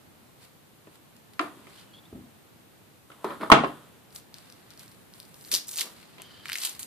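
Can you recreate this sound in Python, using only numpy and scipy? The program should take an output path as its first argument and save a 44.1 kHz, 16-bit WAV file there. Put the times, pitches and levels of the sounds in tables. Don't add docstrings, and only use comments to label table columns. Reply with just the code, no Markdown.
import sys
import numpy as np
from scipy import signal
from scipy.fft import rfft, irfft
from scipy.io import wavfile
from scipy.ndimage import uniform_filter1d

SR = 44100
rng = np.random.default_rng(int(sys.argv[2]) if len(sys.argv) > 2 else 0)


def int16_out(signal):
    q = np.round(np.clip(np.atleast_2d(signal).T, -1, 1) * 32767)
    wavfile.write(sys.argv[1], SR, q.astype(np.int16))


def ratio(d):
    e = np.asarray(d, float) / 20
    return 10 ** e


N = 302878

# frequency in Hz, level in dB, t60 in s.
BENCH_MODES = [(236, 1.5, 0.038), (309, -3, 0.2), (383.4, -6, 0.17), (434, 0, 0.056), (492.5, -8, 0.098),
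               (537, -0.5, 0.096), (650, -0.5, 0.16), (805, -9, 0.25), (958, -11, .09), (1009, 5, 0.12),
               (1110, -9, 0.033), (1142, 6, 0.059), (1260, 11, 0.056), (1365, -5, 0.072),
               (1773, -5.5, 0.14), (1898, -4, 0.053), (2166, -2, 0.05)]
LEFT_LAG = 2


def unit(x):
    return x / np.sqrt(np.mean(x ** 2))


def shape(x, table):
    hz, db = np.transpose(table)
    f = np.fft.rfftfreq(x.shape[-1], 1 / SR) + 1
    return irfft(rfft(x) * ratio(np.interp(np.log(f), np.log(hz), db)), x.shape[-1])


def band(x, lo_hz, hi_hz):
    return signal.sosfilt(signal.butter(2, [lo_hz, min(hi_hz, .45 * SR)], "band", fs=SR, output="sos"), x)


def ring(hz, t60, t, phase=0):
    return np.sin(2 * np.pi * hz * t + phase) * 1000. ** (-t / t60)


def grains(per_s, spread_db):
    hit, size, sign = rng.random(N), rng.exponential(size=N), rng.standard_normal(N)
    return (hit < per_s / SR) * ratio(spread_db * np.minimum(size, 4.5)) * np.sign(sign)


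def strokes(rows):
    t = np.arange(N) / SR
    return sum(ratio(db - 30 * np.maximum((s - t) / rise, (t - s) / fall)) for s, db, rise, fall in rows)


def add(out, s, x, db, pan_db=0, lag=0):
    i = int(s * SR)
    x = (x * ratio(db + np.array([[pan_db], [-pan_db]]) / 2))[:, :N - i - lag]
    out[0, i + lag:i + lag + x.shape[1]] += x[0]
    out[1, i:i + x.shape[1]] += x[1]


def knocks():
    # time in s, peak in dB, contact ring in Hz, ring rise in ms,
    # thud relative to the blow in dB.
    blows = [(.871, -43, 520, 1.6, 2.5), (1.3935, -14.5, 1690, 0.4, -11), (1.3962, -13.5, 1280, 1.76, -14),
             (1.393, -25, 309, 15, -24), (1.569, -45, 328, 5.7, -11), (1.592, -44, 318, 4, -7),
             (1.669, -46.5, 1110, 0.87, 5), (3.101, -43.5, 1370, 2.7, 3.5), (2.1265, -36.5, 370, 2.6, -23),
             (2.152, -35.5, 225, 3.3, -4), (3.118, -44, 1287, 0.82, 1), (3.2432, -24.5, 970, 2.6, -28),
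             (3.244, -22.5, 472, 0.74, -13.5), (3.245, -24, 384, 5.3, -25), (3.305, -30, 910, 0.71, -5.5),
             (3.4325, -19.5, 1106, 1.3, -12), (3.5003, -4.5, 1050, 1.84, -10.5),
             (3.5172, 8, 1073, 0.8, -6.5), (3.5215, 0, 780, 0.95, -1.5), (3.5245, 3.5, 1300, 1.3, -22),
             (3.531, -16, 575, 4.7, -19), (3.6365, -14, 680, 1.5, -6.5), (3.644, -20, 1060, 1.9, 5),
             (3.572, -22, 396, 2.2, -18), (3.585, -32, 272, 1.7, -12), (5.532, -37.5, 565.7, 1.8, 9),
             (6.182, -42, 310, 0.816, 3), (6.199, -39, 566, 0.71, 0), (3.518, -12, 309, 12.3, -18),
             (3.518, -6.5, 248, 3.9, -14), (3.519, -10, 2397, 1.0, -8), (3.52, -19, 147, 22, -30),
             (1.393, -32.5, 359, 12, -24), (1.398, -31, 710, 7, -14), (1.3945, -32, 3000, 1.3, -16),
             (3.403, -32, 260, 2.4, -3), (3.446, -30, 1220, 1.6, -16), (3.245, -44, 224, 21, -30),
             (3.552, -29, 1114, 8.3, -11), (3.585, -19, 1110, 3.3, -17)]
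    # frequency in Hz, level in dB per Hz.
    crack_colour = [(1300, -24.5), (2000, 4), (2900, 3.5), (4000, -7), (6000, -22.5), (9000, -30),
                    (16000, -50.5)]
    crack_1ms_db, crack_db_per_octave = -5.5, -8

    out, t = np.zeros((2, N)), np.arange(SR // 4) / SR
    hz, db, t60 = np.array(BENCH_MODES).T[:, :, None]
    mix = rng.standard_normal((len(blows), len(BENCH_MODES), 3))
    noise = rng.standard_normal((len(blows), 2, len(t)))
    ear = np.array([1, -1])[:, None]
    crack_decay = 1000. ** (-t / 0.032) + ratio(-11.0) * 1000. ** (-t / 0.14)
    for k, (s, peak_db, ring_hz, rise_ms, thud_db) in enumerate(blows):
        crack_db = thud_db + crack_1ms_db + crack_db_per_octave * np.log2(rise_ms)
        high_db = 0.43 * thud_db - 4.0 - 3 * np.abs(np.log2(hz / ring_hz))
        share_db = np.where(hz < 500, thud_db + 2.0, high_db)
        skew = ear[:, None] * mix[k, :, 2:] * np.minimum(hz / 1200, 1.3)
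        detuned_hz = hz * (1 + .012 * mix[k, :, 1:2])
        modes = ratio(db + share_db + 2.5 * mix[k, :, :1]) * ring(detuned_hz, .5 * t60, t, skew)
        boards = ratio(-7.0) * modes.sum(1) * (1 - np.exp(-t / 0.0018))
        u = t / (rise_ms / 1000)
        contact = -np.sin(2 * np.pi * ring_hz * (t + ear * 7e-5)) * u * np.exp(.5 - u ** 2 / 2)
        crack = unit(shape(noise[k], crack_colour)) * crack_decay
        add(out, s, contact + boards + ratio(crack_db - 6.0) * crack, peak_db)
    return out


def drags():
    # peak in s, level in dB, rise in s, fall in s.
    pulls = [(1.406, -32.5, 0.008, 0.15), (1.6, -59.5, 0.16, 1), (3.104, -51.5, 0.017, 0.15),
             (3.245, -29, 0.0036, 0.062), (3.317, -33.5, 0.14, 0.097), (3.412, -30, 0.008, 0.11),
             (3.432, -36, 0.041, 0.066), (3.532, -11.5, 0.0039, 0.025), (3.55, -32.5, .02, 0.34),
             (3.642, -30, 0.031, 0.056), (5.86, -46.5, 0.25, 0.16)]
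    grit_db, grit_power = -33.5, 0.51

    gain = strokes(pulls)
    t = np.arange(SR // 8) / SR
    body = sum(ratio(db) * ring(hz, 0.1 * t60, t) for hz, db, t60 in BENCH_MODES)
    slips = grains(2500, 0.81) + 0.14 * np.array([grains(2500, 2.6), grains(3800, 0.94)])
    grit = unit(band(slips, 1900, 3700)) + ratio(-2.5) * unit(band(slips, 4000, 12000))
    wood = unit(signal.fftconvolve(slips, body[None], axes=1)[:, :N])
    return band(ratio(-1.0) * (gain * wood + ratio(grit_db) * gain ** grit_power * grit), 220, 15000)


def touches():
    # time in s, peak in dB, tilt in dB per octave, t60 in s.
    contacts = [
        (1.166, -45, -2, .008),
        (1.394, -34.5, -10, .02),
        (1.4125, -37, -4, .012),
        (3.117, -48.5, -19, .01),
        (3.2445, -42, -2.5, .03),
        (3.414, -52.5, -4.5, .03),
        (3.5014, -20.5, -0.5, .007),
        (3.5178, -15, -3, .01),
        (3.525, -22.5, -5.5, .06),
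    ]
    out, t = np.zeros((2, N)), np.arange(SR // 10) / SR
    noise = rng.standard_normal((len(contacts), 2, len(t)))
    for (s, db, tilt_db, t60), n in zip(contacts, noise):
        spit = unit(shape(n, [(2000, -29.5), (4000, 2), (16000, 2 * tilt_db)]))
        add(out, s, spit * 1000. ** (-t / t60), db)
    return out


def ticks():
    # time in s, peak in dB.
    picks = [(4.106, -44.5), (4.126, -43.5), (4.1606, -26), (4.199, -42.5), (4.342, -28.5), (4.384, -35),
             (4.4999, -37), (4.5238, -36.5), (4.7049, -34), (4.7364, -42), (4.775, -40), (4.7942, -33.5),
             (4.8795, -39.5), (4.9158, -43.5), (5.1376, -34), (5.2008, -31.5), (5.2292, -40), (5.2521, -43),
             (5.3428, -35), (5.411, -39.5), (5.4412, -39.5), (5.449, -33.5), (5.485, -36)]
    # time in s, peak in dB, centre in Hz.
    peel = [(5.5154, -15.5, 4680), (5.516, -28, 2200), (5.516, -10.5, 10530), (5.527, -11, 5030),
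            (5.54, -5, 5180), (5.545, -11, 5230), (5.546, -22, 5000), (5.5498, -8, 5300),
            (5.5612, -13, 4620), (5.566, -21, 5500), (5.572, -28.5, 4490)]
    lift = [(5.645, -37, 5500), (5.671, -35.5, 7000), (5.674, -36.5, 8000), (5.6786, -39, 5000),
            (5.6909, -22.5, 5200), (5.7125, -24, 10900), (5.717, -30, 4150), (5.719, -31, 9000),
            (5.7288, -32.5, 4870), (5.731, -27.5, 5500), (5.738, -29, 4610), (5.7465, -28, 4600),
            (5.7587, -28, 9490), (5.7648, -25, 5500), (5.7717, -17.5, 8000), (5.7745, -31, 8800),
            (5.79, -19, 2920), (5.795, -19, 5600), (5.806, -26, 7030), (5.8158, -23, 4970),
            (5.819, -20, 5000), (5.813, -23, 2390), (5.7335, -26, 4500), (5.7405, -35, 5000),
            (5.7712, -20, 4500), (5.7582, -30, 4500)]
    pull = [(6.028, -39, 2950), (6.1826, -38.5, 3140), (6.219, -33, 2970), (6.2188, -33, 7700),
            (6.4562, -24.5, 1780), (6.4834, -25.5, 3330), (6.489, -32, 1750), (6.4915, -26, 1800),
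            (6.4974, -21, 1880), (6.4986, -21, 3770), (6.5189, -16.5, 2710), (6.541, -24, 4000),
            (6.555, -17.5, 2370), (6.562, -28.5, 6000), (6.575, -24, 11000), (6.5841, -25, 3420),
            (6.5843, -18.5, 12000), (6.6014, -32, 4050), (6.616, -22, 4090), (6.6317, -19, 4050),
            (6.635, -17, 3650), (6.652, -27.5, 9250), (6.663, -21, 7500), (6.672, -23, 3370),
            (6.694, -25, 7970), (6.709, -29, 4000), (6.75, -35, 4270), (6.8133, -38, 5000),
            (6.835, -40, 8000), (6.797, -33, 10850), (6.493, -25.5, 9000), (6.525, -31, 3000),
            (6.539, -26, 4000), (6.5445, -40, 5000), (6.5555, -24, 10000), (6.62, -23, 4500),
            (6.575, -31, 3500), (6.675, -32.5, 4020)]
    sharp = [(1.3355, -41, 3600), (1.698, -47, 5000), (5.6828, -22, 8000), (5.7777, -16, 8000),
             (5.785, -15.5, 4300), (5.8092, -11, 3600), (5.8094, -16, 8000), (6.5305, -14, 3600),
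             (6.6492, -16, 3700), (6.6496, -19, 9500), (6.793, -25, 7500), (6.794, -31, 3200),
             (6.83, -24, 5000), (6.8303, -28, 11000)]
    # top relative to the body in dB, left minus right in dB,
    # ring width in octaves, rattle in dB.
    kinds = [
        (-4.5, 2, 0.58, -17.5),
        (-17, 2, 0.68, -13.5),
        (-9.5, 1, 1.2, -11.5),
        (-10, 3.5, 1.03, -10.5),
        (-10.5, 0.5, 1.3, -10.5),
    ]

    out, t = np.zeros((2, N)), np.arange(SR // 40) / SR
    pick_rows = [(s, db, 4970) for s, db in picks]
    for rows, (top_db, pan_db, width, rattle_db) in zip((pick_rows, peel, lift, pull, sharp), kinds):
        noise = rng.standard_normal((len(rows), len(t) + 2))
        decay = 1000. ** (-t / 0.00127) + ratio(rattle_db) * 1000. ** (-t / 0.025)
        for k, (s, peak_db, hz) in enumerate(rows):
            snap = 1.76 * (t == 0) + 0.55 * noise[k, 2:] * decay
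            body = band(snap, hz / 2 ** (0.44 * width), hz * 2 ** (0.59 * width))
            top = band(snap, 5600, 13900)
            top_gain = ratio(top_db + 8.5 + 2.0 * noise[k, 0])
            click = body / np.abs(body).max() + top_gain * top / np.abs(top).max()
            add(out, s + 0.00054, click, peak_db + 0.09, pan_db + 2.7 * noise[k, 1], lag=LEFT_LAG - k % 2)
    return out


def crinkle():
    # peak in s, level in dB, rise in s, fall in s, brightness in dB.
    rubs = [(.44, -52.5, 0.12, 0.096, -4), (.958, -57, 0.11, 0.047, -2), (1.16, -66, 0.058, 0.069, 0),
            (1.336, -54, 0.0055, 0.022, -6), (1.797, -50.5, 0.4, 0.14, -9), (4.158, -47, 0.044, 0.071, 7.5),
            (4.345, -55, 0.044, 1.1, -7), (4.708, -51, 0.02, 0.058, -17.5),
            (4.797, -49.5, 0.018, 0.076, -1), (4.83, -63.5, .05, 0.66, 5), (5.15, -58, 0.031, 0.26, 1),
            (5.49, -53.5, 0.41, 0.059, 7), (5.517, -31, 0.0042, 0.11, 0.5), (5.543, -26, 0.035, 0.068, 3.5),
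            (5.684, -55.5, 0.02, 0.36, 18), (5.813, -29.5, 0.059, 0.051, -1.5),
            (5.845, -72, 0.035, 0.12, -1), (5.97, -54, .2, .7, -28), (6.35, -58, 0.44, .5, -22),
            (6.456, -46.5, 0.017, 0.17, -17), (6.536, -45.5, 0.075, 0.21, -4),
            (6.62, -54, 0.038, .05, -7.5), (6.635, -41, 0.0086, 0.033, -6), (6.65, -34, 0.15, 0.17, 2),
            (6.651, -31.5, .005, .016, 0), (6.755, -71, 0.02, .05, -14), (5.735, -51, 0.067, 0.064, -1),
            (5.795, -26.5, 0.027, 0.036, -10), (6.794, -41.5, 0.0037, 0.094, 5.5),
            (6.829, -57, .015, 0.073, 14)]
    # frequency in Hz, level in dB per Hz.
    foil_colour = [(1180, -92), (1900, -21), (2850, 0.5), (4500, 4), (6200, -6.5), (9000, -5), (11700, -14),
                   (19800, -120)]
    body_db, body_power = -21.5, 0.69

    gain = strokes([row[:4] for row in rubs])
    bright = strokes([(s, db + top_db, rise, fall) for s, db, rise, fall, top_db in rubs])
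    both, own = grains(5000, 2.5), np.array([grains(5000, 2.5), grains(5000, 2.5)])
    x = np.array([np.roll(both, LEFT_LAG), both]) + 1.3 * own
    foil = unit(shape(x, foil_colour))
    body = ratio(body_db) * unit(band(x, 883, 2650))
    top = unit(band(x, 6900, 16350))
    stutter = unit(uniform_filter1d(rng.standard_normal(N), int(0.00524 * SR)))
    return ratio(-3.0 + 2.0 * stutter) * (gain * foil + gain ** body_power * body + bright * top)


def slides():
    # start in s, end in s, level in dB.
    moves = [
        (1.76, 1.84, -66),
        (6.179, 6.303, -60.5),
        (6.283, 6.47, -60.5),
    ]
    # frequency in Hz, width in Hz, level in dB.
    weave = [(1290, 420, -6), (1690, 248, -5), (3160, 280, 1.5), (3780, 1310, 0), (4500, 390, -10)]

    rub, t = grains(9700, 0.96), np.arange(N) / SR
    gain = sum(ratio(db) * np.clip(np.minimum(t - start, end - t) / 0.022, 0, 1) for start, end, db in moves)
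    flutter = unit(uniform_filter1d(rng.standard_normal(N), int(0.011 * SR)))
    hiss = unit(sum(ratio(db) * unit(band(rub, hz - w / 2, hz + w / 2)) for hz, w, db in weave))
    return gain * ratio(4.5 + 1.17 * flutter) * hiss


def squeaks():
    # start in s, length in s, first Hz, last Hz, level in dB.
    whistles = [
        (1.70, 0.15, 2660, 2980, -68),
        (1.849, .09, 2950, 3000, -66),
        (1.925, .035, 4300, 4440, -60),
        (1.928, 0.05, 3200, 3490, -53),
        (1.957, 0.05, 3390, 3440, -55),
        (2.03, .05, 3200, 3830, -62),
    ]
    out, u_s = np.zeros((2, N)), np.arange(SR // 3) / SR
    wobble = unit(uniform_filter1d(rng.standard_normal((len(whistles), 2, SR // 3)), int(0.0023 * SR)))
    for (s, length, first_hz, last_hz, db), (pitch, level) in zip(whistles, wobble):
        u = np.minimum(u_s / length, 1)
        hz = (first_hz + (last_hz - first_hz) * u) * (1 + .028 * pitch)
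        phase = 2 * np.pi * np.cumsum(hz) / SR
        tone = np.sin(phase) + ratio(-16) * np.sin(1.31 * phase)
        add(out, s, np.sin(np.pi * u) * (1 + .8 * level) * tone, db)
    return out


def bumps():
    bump_times = [
        2.125,
        3.243,
        3.518,
        5.83,
    ]
    # level in dB, push length in s, level of a brief one-sided low pulse in dB.
    pushes = [
        (-35, 0.072, -78),
        (-54.5, .03, -71),
        (-21.5, 0.013, -28),
        (-59, 0.17, -79.5),
    ]
    # frequency in Hz, level in dB, t60 in s.
    frame_modes = [(64.6, -16, 0.12), (94.1, -5.5, .2), (136.5, -9, 0.2), (167, -5, 0.21), (209, -1, 0.2),
                   (227, 0, 0.3), (250, 0, 0.32), (320, -2, 0.25), (338, -0.7, 0.1), (439.5, -7.5, 0.059),
                   (510.4, -7.5, 0.064), (620, -10, .1)]

    out, t = np.zeros((2, N)), np.arange(SR // 2) / SR
    frame = band(sum(ratio(db) * ring(hz, 0.68 * t60, t) for hz, db, t60 in frame_modes), 74, 900)
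    noise = rng.standard_normal((len(pushes), len(t)))
    for (s, bump_db, push_s, jolt_db), n in zip(np.c_[bump_times, pushes], noise):
        thud = signal.fftconvolve(n * np.exp(-(t / push_s) ** 2), frame)[:len(t)]
        add(out, s, thud / np.abs(thud).max(), bump_db)
        add(out, s, t / 0.003 * np.exp(1 - t / 0.0032), jolt_db, pan_db=0.15)
    return out


def room(dry):
    # frequency in Hz, t60 in s.
    decay_times = [(100, 0.5), (500, 0.21), (1500, 0.3), (4000, 0.29), (8000, 0.28), (14000, 0.22)]
    level_db, gap_s = -6.5, 0.0041

    t = np.arange(int(.7 * SR)) / SR
    hz, t60 = np.transpose(decay_times)
    echo = 0
    for f in 90 * 2 ** np.arange(8.):
        decay = 1000. ** (-t / np.interp(np.log(f), np.log(hz), t60))
        common, own = rng.standard_normal(len(t)), rng.standard_normal((2, len(t)))
        alike = min(600 / f, 5.)
        octave = band(common * alike + own, f / np.sqrt(2), f * np.sqrt(2))
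        echo = echo + octave / np.hypot(alike, 1) * decay
    echo = echo * (t > gap_s) * (1 - np.exp(-t / 0.0033))
    echo = echo / np.sqrt((echo ** 2).sum(1, keepdims=True))
    return ratio(level_db) * signal.fftconvolve(dry.mean(0)[None], echo, axes=1)[:, :N]


def floor():
    # frequency in Hz, level in dB per Hz.
    floor_colour = [(15, -46.5), (25, -33), (107, -4), (247, -6.5), (282, -9), (332, -7.5), (369, -10),
                    (616, -13.5), (668, -13.5), (2020, -20), (4060, -21.5), (5460, -26.5), (13300, -23),
                    (14400, -22.5), (15600, -68.5)]
    # frequency in Hz, likeness from 0 to 1.
    likeness = [(60, 0.23), (300, 0.19), (1000, 0.057), (4000, 0.052), (12000, 0.078)]
    # time in s, level in dB.
    swell = [
        (0.0, -52.5),
        (0.71, -54.5),
        (1.68, -51.5),
        (2.91, -53.5),
        (3.19, -56),
        (3.48, -46),
        (3.58, -48),
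        (3.73, -54),
        (3.881, -52.5),
        (6.87, -51),
    ]
    hz, like = np.transpose(likeness)
    like = np.clip(like, 0, .999)
    mid, side = (shape(shape(rng.standard_normal(N), floor_colour), np.c_[hz, 10 * np.log10(1 + k * like)])
                 for k in (1, -1))
    x = unit(np.array([mid + side, mid - side])) * ratio(-57.5)
    s, db = np.transpose(swell)
    low = signal.sosfilt(signal.butter(1, 2500, fs=SR, output="sos"), x)
    return x + low * (ratio(np.interp(np.arange(N) / SR, s, db - np.min(db))) - 1)


def scene():
    struck = knocks() + drags() + touches()
    bench = signal.sosfilt(signal.butter(2, 150, "high", fs=SR, output="sos"), struck) + bumps()
    hands = ticks() + crinkle() + slides()
    return bench + hands + room(bench + ratio(-3.0) * hands) + squeaks() + floor()


def starve(x):
    low_hz, top_hz, depth_db = 170.7, 10510, 21
    bass_loud_db, treble_loud_db, bass_quiet_db = -33, -46, -55

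    def split(hz, kind):
        return signal.sosfiltfilt(signal.butter(4, hz, kind, fs=SR, output="sos"), x)

    def over(v, db):
        level_db = 10 * np.log10(uniform_filter1d(v.mean(0) ** 2, SR // 25) + 1e-12)
        return np.clip((level_db - db) / 8, 0, 1)

    boom = over(split(2000, "low"), bass_loud_db)
    crackle = over(split(2800, "high"), treble_loud_db)
    thin_top = np.roll(boom, SR // 30) * boom
    thin_bass = np.roll(crackle * (1 - over(split(900, "low"), bass_quiet_db)), SR // 28)
    lost_top = split(top_hz, "high") * (1 - ratio(-depth_db * thin_top))
    lost_bass = split(low_hz, "low") * (1 - ratio(-depth_db * thin_bass))
    return x - lost_top - lost_bass


def roll_off(x):
    return signal.sosfilt(signal.butter(12, 15750, fs=SR, output="sos"), x)


def record(dry):
    heard = signal.sosfilt(signal.ellip(6, .5, 30, 14450, fs=SR, output="sos"), dry)
    finished = np.clip(starve(heard), -1, 1)
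    return roll_off(finished)


dry = scene()
out = record(dry)
int16_out(out)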